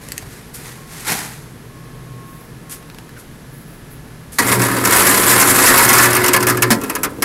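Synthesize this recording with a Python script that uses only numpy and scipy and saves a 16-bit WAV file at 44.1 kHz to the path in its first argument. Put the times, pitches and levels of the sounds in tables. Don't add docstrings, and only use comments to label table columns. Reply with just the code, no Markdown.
import sys
import numpy as np
from scipy import signal
from scipy.fft import rfft, irfft, next_fast_len
from scipy.io import wavfile
from scipy.ndimage import uniform_filter1d, minimum_filter1d, map_coordinates

SR = 44100
rng = np.random.default_rng(int(sys.argv[2]) if len(sys.argv) > 2 else 0)


def persist_wave(psi):
    counts = np.round(np.clip(psi, -1, 1) * 32767).astype(np.int16)
    wavfile.write(sys.argv[1], SR, np.atleast_2d(counts).T)


N = 319284

# t/s, level/dB, hold/s
WHINE_SWELLS = [(.72, -51, .22), (1.665, -51.5, 0.64), (2.13, -49.5, 0.28), (2.62, -51, .22)]
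# f/Hz, t60/s
ROOM_DECAY = [(150, 0.51), (1000, 0.25), (3000, 0.12), (12000, 0.059)]
# t/s, level/dB
FINGER_TAPS = [(2.826, -28), (2.899, -25), (2.946, -26.5), (2.985, -24), (3.092, -27)]
# t/s, level/dB, hold/s
SLEEVE_SLIDES = [(2.25, -50.5, 0.2), (3.51, -48, 0.11), (3.66, -51, 0.11), (3.895, -42, .035)]
# t/s, level/dB, rise/s, t60/s
BRUSH_STROKES = [(0.534, -32, 0.013, 0.23), (2.694, -33, .004, 0.11), (2.705, -30, 0.017, 0.19),
                 (2.983, -46, 0.0046, .08), (3.17, -41.5, 0.026, 0.11), (4.318, -35, 0.0041, 0.97)]
# t/s, level/dB, rise/s, hold/s, t60/s
SACK_MOVES = [(.005, -42, 0.012, 0.25, 1), (.3, -46.5, 0.024, .04, 0.99), (0.532, -35, 0.15, 0.13, 0.81),
              (0.856, -35, 0.12, 0.17, 0.47), (1.046, -16.5, 0.056, 0.032, 0.7)]
# t/s, snap level/dB, thud level/dB
PAPER_SNAPS = [(.037, -26, -54), (0.087, -14.5, -40), (.12, -7, -35), (.124, -13, -51), (0.1795, -6, -48),
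               (0.225, -30, -28.5), (2.41, -27, -55)]
# t/s, clack level/dB, click level/dB, thump level/dB
SWITCH_THROWS = [(4.385, -8, -8.5, -15), (6.704, -6.5, -4.5, -2.5)]
# t/s, level/dB
GRAIN_FEED = [(4.42, -26.5), (4.83, -26.5), (4.92, -15), (5.55, -14.5), (6.02, -15.5), (6.09, -24.5),
              (6.22, -27), (6.4, -36), (6.62, -38), (7.0, -45), (7.24, -55)]
# t/s, level/dB, hold/s
KERNEL_BUNCHES = [(4.446, -20, 0.11), (4.6, -24, 0.069), (5.271, -11, 0.05), (5.473, -7, 0.037),
                  (5.598, -13, .03), (5.653, -4.5, 0.032), (5.803, -15, .05), (6.03, -18, 0.032),
                  (6.476, -14.5, 0.026)]
# t/s, level/dB, ring f/Hz
KERNEL_CRACKS = [(4.616, -7.5, 1730), (4.849, -3, 990), (5.0665, 1, 1070), (5.398, 0, 1017),
                 (5.413, 6, 1420), (5.5837, -6, 1250), (5.663, 18, 1796), (5.777, 11, 2180),
                 (5.889, 9.5, 2100), (5.93, 2, 1065), (5.9818, 9.5, 1710), (6.03, 1, 2010),
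                 (6.054, -5, 996), (6.104, -11, 1420), (6.129, -9.5, 970), (6.1487, -5.5, 1890),
                 (6.165, -7.5, 1192), (6.2396, -8, 2020), (6.2603, -6.5, 1340), (6.28, -3, 1073),
                 (6.333, 5, 2150), (6.362, -4.5, 991), (6.404, -13, 1057), (6.426, -8, 1420),
                 (6.468, -4, 1206), (6.497, -5.5, 1240), (6.57, -14, 1700), (6.6214, 2.5, 1685),
                 (6.813, -22, 1220), (6.835, -19, 1076), (6.8956, -12.5, 985), (6.9513, -11, 1680),
                 (7.0316, -7, 1330), (7.045, -14, 1190), (7.222, -5.5, 1830)]

# f/Hz, level/dB
ROOM_TONE_EQ = [(12, -85), (20, -11), (65, -7.5), (86, -17.5), (123, -2.5), (193, -13), (222, -9),
                (485, -21), (802, -24.5), (1060, -23.5), (1150, -24.5), (1760, -25.5), (2910, -32),
                (11800, -40), (16000, -48)]
FINGER_EQ = [(200, -3), (700, 1), (1800, 3), (3800, 0), (6000, -6), (9000, -12), (12500, -4), (16000, -14)]
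SLEEVE_EQ = [(5000, -26), (9000, -11), (10500, 2), (12500, -1), (14000, -8), (16000, -5)]
BRUSH_EQ = [(400, -29), (1500, 0), (3000, -6), (7000, 0), (11000, 5.5), (13000, 1), (16000, -18)]
SCUFF_EQ = [(700, -18), (1550, -1), (2500, -14), (9000, -29)]
RUSTLE_EQ = [(60, -17), (160, 2), (450, 0), (520, -6.5), (750, 1.5), (1300, 2), (1950, 5.5), (3000, -3),
             (4000, -1.5), (6000, -2), (11500, -1), (13500, -6.5), (16000, -20)]
SNAP_EQ = [(300, -24), (1200, -12), (1900, 8.5), (3000, -6), (4500, 3), (6500, 1.5), (11000, 4),
           (13500, -1), (16000, -41)]
RUMBLE_EQ = [(30, -32), (68, -14), (100, 4), (150, -23), (220, -6.5), (400, -3.5), (540, -5), (650, -9.5),
             (1200, -17), (4000, -31.5)]
THUMP_EQ = [(60, -34), (150, -12.5), (220, 16), (300, -2.5), (600, -4.5), (2000, -19)]
STEEL_EQ = [(50, -34), (200, -6), (550, -4), (830, -9.5), (950, -1.5), (1400, 0), (2100, -2.5),
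            (2500, -13.5), (3200, -16), (5000, -12.5), (12000, -51)]
HUSK_EQ = [(1000, -12), (3000, -5), (5300, -5), (6400, -4), (7000, -0.5), (8900, 2), (9900, 0.5),
           (11100, 4.5), (13000, -2), (14300, -3), (16000, -17.5)]
CRACK_EQ = [(1000, -32), (2700, 1.5), (3800, -12.5), (5500, -0.5), (8000, -0.5), (10500, 2), (13000, 1),
            (15000, -6.5), (16000, -20)]

# f/Hz, width/Hz, lift/dB
ROOM_TONE_PEAKS = [(160.8, 12.5, 7.4), (454, 79, 5.8), (11170, 2000, 7.7)]
BENCH_MODES = [(203, 16, 12), (271.8, 42, 13.5), (317, 48, 7.5), (437, 87, 8), (505, 7.4, -3)]
HOPPER_MODES = [(780, 76, 5.5), (1016, 144, 5.5), (1030, 79, -1), (1254, 40, -0.5), (1369, 6.7, 5.5),
                (1706, 37, 4.5), (1950, 46, 0.5), (1950, 10, 3.5), (2200, 140, 4), (2540, 110, 10.5),
                (2770, 28, 6)]

ON_S, OFF_S = 4.4, 6.71
HUM_HZ, BENCH_DRONE_HZ = 121.05, 193.4
SLIP_BEAT_HZ, SLIP_DIP_S, SLIP_DEPTH = 1.6, 5.68, 0.65
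RATTLE_SLOPE, RING_SLOPE = 0.56, 0.8


def amp(db):
    return 10 ** (np.asarray(db) / 20)


def unit(x):
    return x / np.sqrt(np.mean(x ** 2) + 1e-20)


def clock():
    return np.arange(N) / SR


def along(points, hz):
    f, values = np.transpose(points)
    return np.interp(np.log(hz + 1), np.log(f + 1), values)


def fader(points):
    s, db = np.transpose(points)
    gate = uniform_filter1d(((clock() >= s[0]) & (clock() <= s[-1])) * 1., size=400)
    return np.abs(gate) * amp(np.interp(clock(), s, db))


def fading(start, db_per_s):
    return amp(-db_per_s * np.maximum(clock() - start, 0))


def burst(start, rise, hold, t60):
    t = np.arange(int((hold + 1.5 * t60) * SR)) / SR
    shape = np.clip(t / rise, 0, 1) * np.exp(-np.log(1000) * np.maximum(t - hold, 0) / t60)
    first = max(0, round(start * SR))
    return np.pad(shape, (first, max(0, N - first - len(t))))[:N]


def wobble(rate):
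    return map_coordinates(rng.standard_normal(int(N * rate / SR) + 4), [clock() * rate], order=2)


def grit(rate):
    return unit(rng.standard_normal(N) * (rng.random(N) < rate / SR))


def clumps(rate, scatter_db, t60):
    onsets = rng.random(N) < rate / SR
    sizes = amp(scatter_db * np.clip(rng.standard_normal(N), -2, 2))
    power = signal.lfilter([1], [1, -np.exp(-2 * np.log(1000) / (t60 * SR))], onsets * sizes ** 2)
    return unit(np.sqrt(power + np.mean(power) / 2))


def coloured(x, eq, resonances=()):
    size = 2 ** 14
    hz = np.fft.rfftfreq(size, 1 / SR)
    peaks_db = sum(lift / (1 + (2 * (hz - f) / width) ** 2) for f, width, lift in resonances)
    cepstrum = irfft(np.log(amp(along(eq, hz) + peaks_db) + 1e-6))
    cepstrum[1:size // 2] *= 2
    cepstrum[size // 2 + 1:] = 0
    ring = irfft(np.exp(rfft(cepstrum)))
    return signal.fftconvolve(x, ring / np.linalg.norm(ring))[:N]


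def patchy(x, depth_db, size):
    frames = signal.stft(x, nperseg=size)[2]
    peaks = uniform_filter1d(rng.standard_normal(frames.shape), size=7, axis=0)
    peaks = unit(uniform_filter1d(peaks, size=3, axis=1))
    return signal.istft(frames * unit(amp(depth_db * peaks)), nperseg=size)[1][:N]


def room_tone():
    t = clock()
    air = amp(-37) * coloured(rng.standard_normal(N), ROOM_TONE_EQ, ROOM_TONE_PEAKS)
    swell = amp(-49) + amp(-43) * burst(1.5, rise=0.44, hold=0.69, t60=0.88)
    throb = amp(0.87 * wobble(rate=9))
    drone = swell * throb * np.sin(2 * np.pi * 124 * t + 0.61 * wobble(rate=10))
    lower = sum(amp(db) * burst(s, rise=0.065, hold=hold, t60=0.34) for s, db, hold in WHINE_SWELLS)
    upper = amp(-58.5 + 2.5 * wobble(rate=2.22))
    whine = sum(gain * np.sin(2 * np.pi * hz * t + 0.31 * wobble(rate=20))
                for gain, hz in ((lower, 1085), (upper, 1715)))
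    return air + np.sqrt(2) * (drone + whine)


def shop_reverb(x):
    step, predelay = SR // 3, SR // 300
    blocks = np.pad(x, (0, -N % step)).reshape(-1, step)
    hz, t, noise = signal.stft(rng.standard_normal(blocks.shape), SR, nperseg=256)
    decay = np.exp(-np.log(1000) * t / along(ROOM_DECAY, hz)[:, None])
    tails = signal.istft(noise * decay, SR)[1][:, :step]
    tails = np.pad(tails / np.linalg.norm(tails[0]), ((0, 0), (1, 0)))
    echoes = signal.fftconvolve(blocks, tails, axes=1)
    spill = np.pad(echoes[:, step:].ravel(), (step, 0))[:N]
    return np.pad(echoes[:, :step].ravel()[:N] + spill, (predelay, 0))[:N]


def hand():
    taps = sum(amp(db - 8) * burst(s, rise=0.0004, hold=0.0014, t60=0.01) for s, db in FINGER_TAPS)
    slides = sum(amp(db) * burst(s, rise=0.025, hold=hold, t60=0.2) for s, db, hold in SLEEVE_SLIDES)
    return coloured(taps * grit(rate=13000), FINGER_EQ) + coloured(slides * grit(rate=12000), SLEEVE_EQ)


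def brushes():
    strokes = sum(amp(db) * burst(s, rise, rise * 1.3, t60) for s, db, rise, t60 in BRUSH_STROKES)
    scuff = amp(-39.5) * burst(3.162, rise=0.008, hold=0.014, t60=0.04)
    return strokes * coloured(grit(rate=8500), BRUSH_EQ) + scuff * coloured(grit(rate=5500), SCUFF_EQ)


def sack():
    moves = sum(amp(db) * burst(s, rise, hold, t60) for s, db, rise, hold, t60 in SACK_MOVES)
    rustle = moves * clumps(rate=760, scatter_db=-1, t60=0.068) * coloured(grit(rate=9900), RUSTLE_EQ)
    snaps = sum(amp(db - 8) * burst(s, rise=0.000088, hold=0.00071, t60=0.0035)
                for s, db, _ in PAPER_SNAPS)
    thuds = sum(amp(db + 5) * burst(s, rise=0.0007, hold=0.0019, t60=0.011) for s, _, db in PAPER_SNAPS)
    crinkle = coloured(snaps * grit(rate=18000), SNAP_EQ) + coloured(thuds * grit(rate=5400), RUMBLE_EQ)
    return rustle + patchy(crinkle, depth_db=-3.5, size=256)


def emptying(loaded_db, free_db):
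    start_s, length_s = 5.14, 0.77
    progress = np.clip((clock() - start_s) / length_s, 0, 1)
    return amp(loaded_db + (free_db - loaded_db) * progress)


def motor():
    t = clock()
    powered = burst(ON_S, rise=0.085, hold=OFF_S - ON_S, t60=0.39)
    turning = (t > ON_S) * fading(OFF_S, db_per_s=17)
    inrush = amp(-25.5) * burst(ON_S, rise=0.1, hold=0.26, t60=0.16)
    mains = emptying(loaded_db=-32, free_db=-27.5)
    phase = 2 * np.pi * HUM_HZ * t + 0.11 * wobble(rate=12)
    rotor = SLIP_DEPTH * np.sin(phase - 2 * np.pi * SLIP_BEAT_HZ * (t - SLIP_DIP_S))
    harmonics = emptying(-30, -23) * (np.sin(3 * phase) + amp(-15) * np.sin(2 * phase))
    hum = (mains + inrush) * np.sin(phase) - mains * rotor + harmonics
    drone = emptying(-28.5, -44) * np.sin(2 * np.pi * BENCH_DRONE_HZ * t + 1.2 * wobble(rate=19))
    shudder = amp(-33.5) * burst(7.175, rise=0.043, hold=0.07, t60=0.1)
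    rolling = emptying(-23, -24.5) * turning + shudder
    rumble = rolling * coloured(grit(rate=1500), RUMBLE_EQ, BENCH_MODES)
    load = amp(1.8 * wobble(rate=20))
    return np.sqrt(2) * powered * (hum + drone) * load + rumble


def switch():
    clack = click = thump = 0
    for s, clack_db, click_db, thump_db in SWITCH_THROWS:
        hit = burst(s, rise=0.0012, hold=0.0047, t60=0.094)
        clack += amp(clack_db) * hit
        click += amp(click_db) * hit
        thump += amp(thump_db) * hit
    return (coloured(clack * grit(rate=8300), STEEL_EQ, HOPPER_MODES)
            + coloured(click * grit(rate=5200), SNAP_EQ)
            + coloured(thump * grit(rate=3000), THUMP_EQ))


def hopper(rattle):
    t, wander = clock(), 1.28 * wobble(rate=200)
    clatter = pings = 0
    for s, db, hz in KERNEL_CRACKS:
        ring = amp(RING_SLOPE * db) * burst(s, rise=0.0027, hold=0.015, t60=0.049)
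        clatter += amp(-16) * ring
        pings += amp(-17) * ring * np.sin(2 * np.pi * hz * t + wander)
    hits = patchy(rattle + clatter * grit(rate=9000), depth_db=0.5, size=1024)
    bare = emptying(0, 2.5)
    return bare * (coloured(hits, STEEL_EQ, HOPPER_MODES) + pings)


def crushing():
    bunches = sum(amp(db - 2.5) * burst(s, rise=0.036, hold=hold, t60=0.066)
                  for s, db, hold in KERNEL_BUNCHES)
    feed = fader(GRAIN_FEED) + bunches
    kernels = clumps(rate=200, scatter_db=4.5, t60=0.063)
    crunch = patchy(amp(1.5) * feed * kernels * grit(rate=13000), depth_db=2, size=256)
    loose_grain = fading(start=6.29, db_per_s=20)
    rattle = amp(-7.5) * feed ** RATTLE_SLOPE * loose_grain * kernels * grit(rate=7000)
    singles = sum(amp(db - 6.5) * burst(s, rise=0.00093, hold=0.0062, t60=0.041)
                  for s, db, _ in KERNEL_CRACKS)
    cracks = patchy(singles * grit(rate=18000), depth_db=3, size=256)
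    return coloured(crunch, HUSK_EQ) + coloured(cracks, CRACK_EQ), hopper(rattle)


def scene():
    husks, steel = crushing()
    foley = sack() + brushes() + hand()
    clacks = switch()
    send = amp(-10.5) * foley + amp(-15.5) * husks + amp(-8) * steel + amp(-12) * clacks
    return (foley + husks + steel + clacks + shop_reverb(send) + motor() + room_tone())[None]


def record(dry):
    ceiling, cutoff_hz = 0.8, 15800
    needed = np.minimum(1, ceiling / (np.abs(dry) + 1e-9))
    limited = dry * uniform_filter1d(minimum_filter1d(needed, size=15), size=11)
    size = next_fast_len(N + SR // 2)
    passband = np.fft.rfftfreq(size, 1 / SR) < cutoff_hz
    return irfft(rfft(limited, size) * passband, size)[:, :N]


dry = scene()
out = record(dry)
persist_wave(out)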